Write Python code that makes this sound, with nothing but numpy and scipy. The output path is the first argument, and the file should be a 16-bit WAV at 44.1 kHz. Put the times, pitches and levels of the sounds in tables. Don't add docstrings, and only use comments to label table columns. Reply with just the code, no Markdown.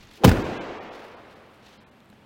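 import sys
import numpy as np
from scipy import signal
from scipy.fft import rfft, irfft, next_fast_len
from scipy.io import wavfile
from scipy.ndimage import uniform_filter1d, map_coordinates

SR = 44100
rng = np.random.default_rng(int(sys.argv[2]) if len(sys.argv) > 2 else 0)


def unload_wav(signal):
    wavfile.write(
        sys.argv[1],
        SR,
        np.round(np.clip(np.atleast_2d(signal).T, -1, 1) * 32767).astype(np.int16),
    )


def to_linear_factor(level_db):
    exponent = np.asarray(level_db, float) / 20
    return 10 ** exponent


N = 99225
T = np.arange(N) / SR

# start in seconds, peak in dB, first and last pitch in Hz, T60 in seconds.
SKIN_THUDS = [(.2355, -12, 790, 770, .09), (.2393, -8, 400, 360, .04), (.2435, -4, 500, 490, .06),
              (.2485, 2, 270, 88, .055), (.2545, -12, 460, 440, .12), (.2612, -9.5, 330, 300, .11),
              (.2642, -10, 200, 140, .05), (.2716, -4, 230, 270, .055), (.2793, 1.5, 195, 70, .05),
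              (.291, -6, 190, 100, .045), (.3015, -10, 210, 120, .05), (.31, -10, 120, 52, .12),
              (.333, -21, 70, 51, .3)]
# start in seconds, level in dB, rise and T60 in seconds, bright share 0-1.
METAL_CRACKS = [
    (.2352, -22, .002, .1, .25),
    (.2425, -9.5, .002, .05, 1),
    (.2465, -14, .002, .04, 1),
    (.268, -22, .004, .1, .6),
    (.277, -20, .001, .06, .6),
    (.292, -22, .0003, .035, .9),
    (.3146, -26, .0003, .05, .7),
]
# frequency in Hz, level in dB per Hz.
CRACK_BODY = [(350, -9.5), (600, -2.5), (800, -2), (1400, -12), (2300, -12.5), (4000, -16.5), (6500, -23.5)]
# frequency in Hz, level in dB per Hz.
CRACK_EDGE = [(4000, -51), (7000, -27), (11000, -32), (16000, -28.5)]
# start in seconds, peak in dB.
ROD_KNOCKS = [
    (.2921, -13.5),
    (.3146, -15.5),
    (.372, -25),
]
# frequency in Hz, level in dB, T60 in seconds.
ROD_MODES = [(1480, 0, .024), (1760, -4, .02), (2050, -9, .018), (2500, -13, .015), (3600, -16, .02),
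             (4750, -18, .015)]
# frequency in Hz, level in dB per Hz.
CAB_SHUDDER = [(20, -18), (48, -10), (90, 1), (190, 1), (300, 3), (500, -10), (900, -31), (1500, -90)]
# frequency in Hz, T60 in seconds.
BAY_T60 = [(50, 0.53), (150, 1.09), (400, 2.39), (1000, 3.05), (2500, 2.84), (5000, 2.56), (9000, 0.84),
           (15000, 0.71)]
# frequency in Hz, level in dB.
BAY_COLOUR = [(50, -10), (150, -1), (300, 9), (550, 3), (1000, -4.5), (2500, -11.5), (5000, -24.5),
              (9000, -29), (15000, -30.5)]
# peak time, rise and fall in seconds, dull and bright level in dB.
SCUFFS = [(.0, .01, .1, -54, -72), (.14, .04, .05, -57, -68), (.175, .02, .02, -62, -70),
          (.935, .012, .12, -55, -69), (1.045, .015, .04, -64, -71), (1.33, .03, .06, -62, -74),
          (1.55, .05, .04, -70, -74), (1.635, .015, .07, -61, -78), (1.69, .03, .05, -61, -77),
          (1.74, .03, .06, -63, -80), (2.13, .01, .04, -68, -80)]
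# frequency in Hz, level in dB per Hz.
SOLE_COLOUR = [(100, -22), (500, -8), (1300, -6), (2500, 0), (4200, -2), (6500, -11), (9000, -22),
               (13000, -45)]
# frequency in Hz, level in dB per Hz.
RUSTLE_COLOUR = [(3000, -26), (6000, 1), (10000, 6), (16000, 3)]
# start in seconds, peak in dB, frequency in Hz.
TICKS = [(.007, -53, 6500), (.012, -50, 2200), (.032, -54, 13000), (.048, -57, 12500), (.072, -51, 6500),
         (.136, -52, 8000), (.136, -56, 11000), (.643, -59, 13000), (.831, -58, 13000), (.837, -58, 13500),
         (2.004, -53, 3500), (2.004, -60, 7000), (2.004, -62, 14000), (2.047, -59, 14500),
         (2.058, -62, 13000), (2.058, -62, 8000), (2.092, -60, 9000), (2.1, -57, 11500), (2.1, -58, 14500),
         (2.101, -54, 4000), (2.102, -56, 7700), (2.111, -60, 14000), (2.128, -44, 650), (2.128, -49, 1500),
         (2.128, -54, 3000)]
# frequency in Hz, level in dB per Hz.
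VENT_COLOUR = [(20, -36), (45, -9), (100, -2.5), (250, -7.5), (800, -11.5), (3000, -20.5), (6000, -35),
               (16000, -43)]
# centre and length in seconds, lowest lost frequency in Hz, depth in dB.
DROPOUTS = [
    (.434, .012, 4300, -17),
    (.594, .03, 3800, -40),
    (.797, .02, 3600, -17),
    (.902, .013, 3900, -22),
    (1.158, .016, 5100, -14),
    (1.35, .012, 4000, -14),
    (1.789, .03, 5300, -35),
    (1.852, .03, 4300, -35),
    (1.906, .011, 4200, -20),
]


def unit(x):
    return x / np.sqrt(np.mean(x ** 2) + 1e-20)


def along(points, hz):
    f, v = np.transpose(points)
    return np.interp(np.log(hz + 1), np.log(f + 1), v)


def noise(gain):
    m = next_fast_len(N + 8192)
    spectrum = rfft(rng.standard_normal(m)) * gain(np.fft.rfftfreq(m, 1 / SR))
    return unit(irfft(spectrum, m)[:N])


def coloured(points):
    return noise(lambda hz: to_linear_factor(along(points, hz)))


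def wobble(rate):
    return map_coordinates(rng.standard_normal(int(N * rate / SR) + 4), [T * rate])


def struck(start, rise, t60):
    t = np.clip(T - start, 0, None)
    return t, (1 - np.exp(-t / max(rise, 1e-5))) * to_linear_factor(-60 * t / t60)


def ring(start, db, hz, t60, rise):
    t, shape = struck(start, rise, t60)
    return to_linear_factor(db) * shape * np.sin(2 * np.pi * hz * t)


def skin_thuds():
    sag_s, swell_s = .005, .001
    out = np.zeros(N)
    for start, db, first_hz, last_hz, t60 in SKIN_THUDS:
        t, shape = struck(start, swell_s, t60)
        turns = last_hz * t + (first_hz - last_hz) * sag_s * (1 - np.exp(-t / sag_s))
        out += to_linear_factor(db) * shape * np.sin(2 * np.pi * turns)
    return out


def metal_cracks():
    body = coloured(CRACK_BODY + [(12000, -60)])
    edge = to_linear_factor(-9) * coloured(CRACK_EDGE)
    grit = to_linear_factor(1.2 * wobble(1100))
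    out = np.zeros(N)
    for start, db, rise, t60, bright in METAL_CRACKS:
        shape = struck(start, rise, t60)[1]
        out += to_linear_factor(db) * shape * (body + bright * edge)
    return grit * out


def rod_rattles():
    out = np.zeros(N)
    for start, db in ROD_KNOCKS:
        for hz, level, t60 in ROD_MODES:
            out += ring(start, db + level + rng.normal(0, 2), hz, t60, rise=.0003)
    return out


def seal_squeeze():
    peak_s, rise_s, level_db, seal_hz = .23, .019, -34, 386
    squeeze = np.exp(-np.abs(T - peak_s) / rise_s)
    breath = noise(lambda f: 1 / (1 + ((f - seal_hz) / 70) ** 2) + .18 / (1 + (f / 1200) ** 2) * (f > 200))
    return to_linear_factor(level_db) * squeeze * breath


def cab_shudder():
    shape = struck(.3, .0067, t60=.85)[1]
    return to_linear_factor(-21.5) * shape * coloured(CAB_SHUDDER)


def door():
    return skin_thuds() + metal_cracks() + rod_rattles() + seal_squeeze() + cab_shudder()


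def bay():
    level_db, delay_s, rise_s = 13, .25, .028
    hz, t, z = signal.stft(rng.standard_normal(N), SR, nperseg=256)
    decay_db = along(BAY_COLOUR, hz)[:, None] - 60 * t / along(BAY_T60, hz)[:, None]
    shape = to_linear_factor(decay_db) * (1 - np.exp(-t / rise_s))
    tail = signal.istft(z * shape, SR, nperseg=256)[1]
    tail = tail / np.linalg.norm(tail)
    return to_linear_factor(level_db) * np.pad(tail, (int(delay_s * SR), 0))[:N]


def swing():
    level_db, corner_hz, fade_s = -51, 45, .086
    air = noise(lambda f: 1 / (1 + (f / corner_hz) ** 4) * (f > 22) + .23 / (1 + (f / 250) ** 4))
    return to_linear_factor(level_db) * np.exp(-(T / fade_s) ** 2) * air


def scuffs():
    dull, bright = np.zeros(N), np.zeros(N)
    for peak, rise, fall, dull_db, bright_db in SCUFFS:
        swell = np.exp(-np.where(T < peak, (peak - T) / rise, (T - peak) / fall))
        dull += to_linear_factor(dull_db) * swell
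        bright += to_linear_factor(bright_db) * swell
    grain = to_linear_factor(2.5 * wobble(150))
    return grain * (dull * coloured(SOLE_COLOUR) + bright * coloured(RUSTLE_COLOUR))


def ticks():
    out = np.zeros(N)
    for start, db, hz in TICKS:
        t60 = min(18 / hz + .002, .008)
        out += ring(start, db + 5, hz, t60, rise=.0001)
    return out


def soft_step():
    return ring(2.1, -44, hz=205, t60=.18, rise=.00376)


def room_tone():
    fan_hz, fan_width_hz = 221.4, 30
    fan = noise(lambda f: 1 / (1 + ((f - fan_hz) / fan_width_hz) ** 2))
    rush = to_linear_factor(-56 + .8 * wobble(6)) * coloured(VENT_COLOUR)
    return rush + to_linear_factor(-62 + 1.5 * wobble(4)) * fan


def scene():
    return (door() + bay() + swing() + scuffs() + ticks() + soft_step() + room_tone())[None]


def soft_ceiling(x):
    return x / (1 + np.abs(x) ** 8) ** (1 / 8)


def thin_dropouts(x):
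    hz, t, z = signal.stft(x, SR, nperseg=2048)
    depth_db = sum(db * (np.abs(t - centre) < .017) for centre, _, _, db in DROPOUTS) * (hz[:, None] > 1400)
    weak = np.abs(z) < 1.5 * uniform_filter1d(np.abs(z), size=31, axis=1)
    share = np.where(weak, .65, -.12)
    return signal.istft(z * to_linear_factor(depth_db * share) * (hz[:, None] < 16150), SR, nperseg=2048)[1]


def lose_treble(x):
    hz, t, z = signal.stft(x, SR, nperseg=256)
    loss_db = 0
    for centre, length, low_hz, db in DROPOUTS:
        dip = np.clip(2 - 4 * np.abs(t - centre) / length, 0, 1)
        loss_db = loss_db + db * (hz[:, None] > low_hz) * dip
    return signal.istft(z * to_linear_factor(loss_db), SR, nperseg=256)[1][:, :N]


def top_cut(x):
    return signal.sosfilt(signal.butter(12, 16810, fs=SR, output="sos"), x)


def record(dry):
    mix = lose_treble(thin_dropouts(soft_ceiling(dry)))
    return top_cut(mix)


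dry = scene()
out = record(dry)
unload_wav(out)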